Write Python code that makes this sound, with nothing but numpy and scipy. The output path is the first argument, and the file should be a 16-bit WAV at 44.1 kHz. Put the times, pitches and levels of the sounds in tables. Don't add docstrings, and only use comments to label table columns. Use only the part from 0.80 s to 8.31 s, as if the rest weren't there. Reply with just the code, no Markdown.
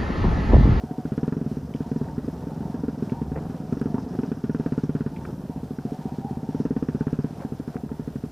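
import sys
import numpy as np
from scipy import signal
from scipy.fft import rfft, irfft
from scipy.io import wavfile
from scipy.ndimage import uniform_filter1d

SR = 44100
rng = np.random.default_rng(int(sys.argv[2]) if len(sys.argv) > 2 else 0)


def inscribe(sig):
    pcm = np.round(np.clip(np.atleast_2d(sig).T, -1, 1) * 32767)
    wavfile.write(sys.argv[1], SR, pcm.astype(np.int16))


def boost_factor(decibels):
    exponent = np.asarray(decibels, float) / 20
    return 10 ** exponent


N = 331191

# time in seconds, engine cycles per second.
SPEED = [(0.0, 13.121), (0.28, 14.603), (0.52, 23.217), (0.81, 16.402), (1.77, 22.184), (2.33, 20.722),
         (2.99, 22.478), (3.33, 25.236), (3.57, 17.966), (4.1, 17.324), (4.5, 19.645), (4.84, 13.263),
         (5.73, 17.285), (5.81, 19.656), (6.0, 16.24), (6.38, 16.738), (6.79, 12.719), (7.51, 12.269)]
# time in seconds, strength of a burning charge in dB,
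# boom of the big muffler chamber against the small ones in dB, labouring of the metal in dB.
LOAD = [(0, -6, -7, -3), (.42, -2, 3.5, 7.5), (.77, -5, 1, -5), (1.2, -2, -2, -0.5), (1.8, -7, -1, 2.5),
        (2.05, -1.5, -22, -3), (2.33, -2, 3, -4), (2.7, -8, 5, 13), (2.93, -1, -0.5, 4),
        (3.45, -1, -9.5, 4), (4.12, -2, 4.5, 5.5), (4.85, -7.5, -4, -5), (5.05, -4, -5, -20),
        (5.63, -7, 3, -3), (5.77, 0.5, -11, 0), (6.36, -2.5, 6.5, 4), (6.75, -5.5, -3.5, 1),
        (7.51, -6, -2, 4.5)]
CRUISE_HZ = 18


def evened(x):
    return x / np.sqrt(np.mean(x ** 2) + 1e-20)


def curves(rows):
    s, *columns = np.transpose(rows)
    return [np.interp(np.arange(N) / SR, s, c) for c in columns]


def coloured(points, x):
    hz, db = np.transpose(points)
    log_hz = np.log(np.fft.rfftfreq(N, 1 / SR) + 1)
    gain_db = np.interp(log_hz, np.log(hz), db, right=-100)
    return evened(irfft(rfft(x) * boost_factor(gain_db), N))


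def flicker(per_s):
    smooth = signal.butter(2, per_s, fs=SR, output="sos")
    return evened(signal.sosfilt(smooth, rng.standard_normal(N)))


def resonate(x, hz, width):
    turn = np.exp(2j * np.pi * np.cumsum(hz * np.ones(len(x))) / SR)
    r = np.exp(-np.pi * width / SR)
    smooth = signal.lfilter([(1 - r) ** 2], [1, -2 * r, r * r], x / turn)
    return 2 * (turn * smooth).real


def rings(x, modes):
    return evened(sum(boost_factor(db) * evened(resonate(x, hz, width)) for hz, width, db in modes))


def add(mix, s, sound):
    part = mix[round(s * SR):][:len(sound)]
    part += sound[:len(part)]


def after(times, levels_db, rise, t60):
    t, out = np.arange(4000) / SR, np.zeros(N)
    for s, db in zip(times, levels_db):
        add(out, s, boost_factor(db - 60 * t / t60) * (1 - np.exp(-(t / rise) ** 2)))
    return out


def swells(times, reaches, levels_db, floor_db):
    t = np.arange(N)[::64, None] / SR
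    level_db = levels_db - 21.5 * abs(t - times) / reaches
    return np.maximum(level_db.max(1), floor_db).repeat(64)[:N]


def speed():
    # time in seconds, swing in cycles per second.
    snatches = [
        (1.19, -6.04),
        (2.55, 4.3),
        (3.23, -2.68),
        (3.54, -6.85),
        (3.8, -4.12),
        (4.98, 1.88),
        (6.48, -3.51),
    ]
    swing_s = 0.15
    t, hz = np.arange(N) / SR, curves(SPEED)[0]
    for s, swing in snatches:
        fade = np.clip(1 - abs(t - s) / swing_s, 0, 1)
        hz = hz + swing * fade * np.sin(4 * np.pi / 3 * (t - s) / swing_s)
    return hz


def cycles():
    # start in seconds, end in seconds.
    misfires = [(.87, .91), (1.235, 1.35), (1.41, 1.455), (1.505, 1.64), (1.69, 1.78), (1.83, 1.92),
                (1.965, 2.01), (2.105, 2.15), (2.245, 2.295), (2.345, 2.39), (2.44, 2.49), (2.54, 2.675),
                (2.72, 2.765), (2.81, 2.9), (3.08, 3.12), (3.2, 3.24), (3.28, 3.365), (3.455, 3.495),
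                (4.34, 4.66), (5.155, 5.22), (6.47, 6.61)]
    # time in seconds, shortfall in dB.
    lean = [(.835, -9), (1.06, -7), (2.174, -6.5), (2.516, -1), (2.787, -16), (2.969, -5), (3.18, -3.5),
            (3.262, -6.5), (3.571, -8), (4.315, -9.5), (5.319, -3.5)]
    hz = speed()
    at = np.flatnonzero(np.diff(np.floor(-0.473 + np.cumsum(hz) / SR)))
    s, luck = at / SR, rng.standard_normal((6, len(at)))
    shortfall_db = sum(short * (abs(s - t) < 0.018) for t, short in lean)
    db = curves(LOAD)[0][at] + 0.4 * luck[0] + shortfall_db
    burns = ~np.any([(s > a) & (s < b) for a, b in misfires], axis=0)
    return s, hz[at], db, burns, luck[1:]


def amplifier_hiss(dry):
    # frequency in Hz, level in dB per Hz.
    hiss_colour = [(60, -23), (300, -38), (600, -14), (900, -5), (2700, 14.5), (5200, 11.5), (10700, 14),
                   (15500, 13)]
    shared, left, right = (coloured(hiss_colour, rng.standard_normal(N)) for _ in range(3))
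    loud_db = 10 * np.log10(uniform_filter1d(dry[0] ** 2, size=SR // 3) + 1e-9) + 29
    hiss_db = -68 - 0.57 * loud_db + 0.5 * flicker(12)
    return (np.array([left, right]) + 0.62 * shared) * boost_factor(hiss_db)


def electronic_whistle():
    # frequency in Hz, level in dB.
    tones = [(11958, -94), (12018, -91)]
    t = np.arange(N) / SR
    return sum(np.sqrt(2) * boost_factor(db) * np.sin(2 * np.pi * hz * t) for hz, db in tones)


def buffet(s, hz, db, burns, luck):
    # frequency in Hz, level in dB per Hz.
    rumble_colour = [(15, -29), (30, -14), (50, -8.5), (75, 3.5), (110, -16), (160, -5)]
    # time in seconds, reach in seconds, level in dB.
    bumps = [(0, 0.93, -40), (.85, .4, -38), (1.4, 1.2, -37.5), (1.9, 0.72, -36.5), (2.5, .5, -33.5),
             (2.85, 0.66, -40.5), (3.25, 1.2, -38.5), (3.65, .5, -44), (4.5, 1.2, -39.5),
             (5.79, 1.5, -39.5), (7.198, 1.5, -40)]
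    heave = boost_factor(-0.5) + after(s[burns], 0.5 * db[burns] + 1.5, rise=0.0097, t60=0.061)
    shake_db = swells(*np.transpose(bumps), floor_db=-47) - 3
    return coloured(rumble_colour, rng.standard_normal(N)) * boost_factor(shake_db) * heave


def scrapes():
    # start in seconds, level in dB, length in seconds.
    scrape_rows = [
        (2.547, -33.5, 0.052),
        (6.579, -41, 0.074),
        (6.933, -40.5, 0.052),
    ]
    # frequency in Hz, level in dB per Hz.
    scrape_colour = [(150, -18), (500, 8), (800, -5), (1050, -5), (1500, -12.5), (2300, -19.5), (4000, -50)]
    grit = coloured(scrape_colour, rng.standard_normal(N) * boost_factor(5.1 * flicker(300)))
    loudness = np.zeros(N)
    for s, db, length in scrape_rows:
        add(loudness, s, boost_factor(db) * signal.windows.tukey(round(length * SR), 0.6))
    return loudness * grit


def knocks():
    # start in seconds, peak in dB, ring in Hz, time to fall 60 dB in seconds.
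    part_rows = [(0.2545, -42, 1400, 0.018), (4.987, -46, 1450, .02), (7.358, -44.5, 1400, 0.023),
                 (0.9382, -48, 2670, 0.025), (.9594, -54, 2900, 0.031), (1.2443, -32.5, 1470, 0.0065),
                 (1.285, -48, 1720, 0.017), (1.369, -41.5, 1150, .02), (1.382, -44.5, 1550, 0.029),
                 (1.7044, -51, 1420, 0.017), (2.1414, -53, 1290, .02), (2.2963, -49.5, 2370, 0.025),
                 (3.0132, -39, 1430, 0.019), (3.181, -32, 900, 0.018), (4.1616, -44, 1580, .02),
                 (4.362, -50.5, 2420, .045), (4.3844, -58, 2400, 0.022), (4.451, -41.5, 1430, 0.033),
                 (4.45, -52, 2300, 0.032), (6.28, -38, 1400, 0.013), (6.9666, -37.5, 1500, 0.01),
                 (7.091, -42.5, 1295, 0.015)]
    tick_rows = [
        (2.9956, -50, 4800, 0.018),
        (3.0147, -40.5, 9500, 0.0037),
        (4.115, -77, 4500, 0.012),
    ]
    out, t = np.zeros(N), np.arange(1500) / SR
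    for s, db, hz, t60 in [*part_rows, *tick_rows]:
        burst = evened(resonate(rng.standard_normal(len(t)), hz, 0.31 * hz))
        add(out, s, boost_factor(db + 6 - 60 * t / t60) * burst * np.minimum(t / 0.00089, 1))
    return out


def frame():
    # time in seconds, reach in seconds, low ring in Hz, low ring in dB, high ring in dB.
    rattles = [(.1, 0.8, 726, -42.5, -52), (1.08, 0.36, 732, -50, -47.5), (1.28, 0.25, 763, -46, -44),
               (1.85, 0.65, 740, -46, -45), (2.36, 0.13, 737, -47.5, -37.5), (2.6, 0.9, 775, -47.5, -53),
               (3.16, 0.25, 711, -42.5, -44), (3.41, .25, 750, -46.5, -52), (3.842, 0.56, 718, -48.5, -50),
               (4.4, .2, 728, -52, -42.5), (4.75, 0.16, 732.5, -42, -46), (5.099, 0.29, 730, -42.5, -62),
               (5.282, 0.26, 760, -40.5, -46), (5.47, 0.25, 799, -37, -59), (5.68, 0.51, 774, -53, -46),
               (6.0, 0.15, 790, -46.5, -47), (6.22, 0.18, 787, -48.5, -46), (6.63, 0.38, 770, -45.5, -56),
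               (6.97, .12, 742, -43.5, -57), (7.15, .25, 713, -64, -48)]
    s, reach, low_hz, low_db, high_db = np.transpose(rattles)
    low_path = np.interp(np.arange(N) / SR, s, low_hz)
    high_path = 911 + 14 * flicker(2)
    out = np.zeros(N)
    for hz, db in ((low_path, low_db), (high_path, high_db)):
        turns = np.cumsum(hz + 20 * flicker(16)) / SR
        whine = np.sqrt(2) * np.sin(2 * np.pi * turns) * boost_factor(3 * flicker(25))
        shake = 0.4 * whine + 0.74 * evened(resonate(rng.standard_normal(N), hz, 103))
        out = out + boost_factor(swells(s, reach, db, floor_db=-62.5) - 1.5) * shake
    return out


def cases(s, hz, db, burns, luck):
    # frequency in Hz, level in dB per Hz.
    clatter_colour = [(300, -7), (500, -5.5), (700, -3), (915, -10), (1050, -16), (1470, -14.5),
                      (2060, -23), (4360, -25.5), (5160, -25), (8000, -32.5), (15500, -40)]
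    # frequency in Hz, width in Hz, level in dB.
    jingle_modes = [(5150, 490, -5), (5620, 125, -5.5), (5920, 610, -7)]
    # frequency in Hz, width in Hz, level in dB.
    crack_modes = [(970, 91, 10.5), (1400, 680, 13.5), (1704, 220, -14), (2280, 940, -1.5)]
    faster, (load_db, _, labour_db) = curves(SPEED)[0] - CRUISE_HZ, curves(LOAD)

    clatter_db = -58 + 0.05 * faster + 0.17 * load_db
    grains = rng.standard_normal(N) * boost_factor(1.13 * flicker(110))
    clatter = coloured(clatter_colour, grains) * boost_factor(clatter_db + 8 + 1.25 * flicker(4.9))

    jingle_db = -65 + 0.3 * faster + 0.86 * load_db + 1.2 * flicker(9)
    jingle = rings(rng.standard_normal(N) * boost_factor(3.9 * flicker(53)), jingle_modes)

    crack_db = -42 + 2 * db + 3.1 * luck[3] + labour_db[(s * SR).astype(int)]
    s, crack_db = s[burns], np.minimum(crack_db, -41.5)[burns]
    beats = after(s + 0.00048, crack_db + 2.5, rise=0.00068, t60=0.019)
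    beats = beats + after(s + 0.0046, crack_db - 4.5, rise=0.0031, t60=0.12)
    crack = rings(rng.standard_normal(N), crack_modes) * boost_factor(2 * flicker(270)) * beats

    clicks = np.zeros(N)
    clicks[((s + 0.0035) * SR).astype(int)] = boost_factor(crack_db + 4)
    snap = np.zeros(N)
    for f, width, level in crack_modes[1:]:
        snap = snap + boost_factor(level) * np.sqrt(SR / width) * resonate(clicks, f, width)
    return clatter + crack + snap + jingle * boost_factor(jingle_db - 2.5)


def ring(modes, heat, boom_db, blow_size):
    t, blow = np.arange(4000) / SR * heat, np.hanning(blow_size)
    tones = [a * boost_factor(-60 * t / t60) * np.sin(2 * np.pi * hz * t) for hz, a, t60 in modes]
    open_s = 0.031
    fed_db = 4.5 * np.minimum(t / open_s, 1)
    shut_db = -3.5 * np.clip((t - open_s) / 0.004, 0, 1)
    chambers = boost_factor(boom_db) * sum(tones[:2]) + boost_factor(fed_db + shut_db) * sum(tones[2:])
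    return np.convolve(chambers, blow / blow.sum())


def exhaust(s, hz, db, burns, luck):
    # frequency in Hz, signed pressure, time to fall 60 dB in seconds.
    muffler = [(125, -0.006, 0.064), (146.8, -0.12, 0.096), (212.4, -0.15, 0.059), (266.8, 0.27, 0.042),
               (407.3, 0.16, 0.035), (470.6, -0.052, 0.035)]
    intake = [(244.6, -1.6, 0.026), (153.2, 0.95, 0.067)]
    # frequency in Hz, level in dB per Hz.
    gas_colour = [(60, -17), (110, 3.5), (150, -1.5), (190, -1.5), (245, -2), (345, -5.5), (420, -4),
                  (540, -11), (1000, -19.5), (2000, -34)]
    out, boom_db = np.zeros(N), curves(LOAD)[1]
    heats = 1.016 + 0.035 * luck[0]
    for start, level, heat in zip(s[burns], db[burns], heats[burns]):
        soft = round(3.5 * max(-level, 0))
        boom = 0.5 * boom_db[int(start * SR)] + 2
        thump = ring(muffler, heat, boom, blow_size=80 + soft)
        add(out, start - 0.0006 - soft / 2 / SR, boost_factor(level) * thump)

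    empty = ~burns
    late_db = np.where(burns, -30 - 0.45 * db, -26.5) + 2 * luck[1]
    empty_db = -24.5 + 2 * luck[0, empty]
    puff_s = np.r_[s + (0.2808 + 0.03 * luck[2]) / hz, s[empty]]
    puff_db = np.r_[late_db, empty_db] + 0.3 * (np.r_[hz, hz[empty]] - CRUISE_HZ)
    puff = ring(intake, heat=1, boom_db=0, blow_size=111)
    for start, level in zip(puff_s, puff_db):
        add(out, start, boost_factor(level) * puff)

    shut = np.interp(np.arange(N) / SR, s, empty)
    gas_db = -44 + 0.48 * (curves(SPEED)[0] - CRUISE_HZ) + 3 * shut
    surge = after(s[burns], db[burns] - 31, rise=0.0049, t60=0.056)
    surge = surge + after(puff_s, puff_db - 21.5, rise=0.0025, t60=0.052)
    gas = coloured(gas_colour, rng.standard_normal(N))
    return out + (surge + boost_factor(gas_db + 2.3 * flicker(22.6))) * gas


def scene():
    engine = cycles()
    bike = buffet(*engine) + scrapes() + knocks() + frame() + cases(*engine) + exhaust(*engine)
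    lean_db = 0.06 + 0.08 * flicker(40)
    return bike * boost_factor(np.array([[-1], [1]]) * lean_db)


def band_limit(x):
    return signal.sosfilt(signal.butter(12, 15300, fs=SR, output="sos"), x)


def record(dry):
    bent = dry - 0.61 * dry ** 2
    sealed = signal.sosfilt(signal.butter(2, 34, "high", fs=SR, output="sos"), bent)
    return band_limit(sealed + amplifier_hiss(dry) + electronic_whistle())


dry = scene()
out = record(dry)
inscribe(out)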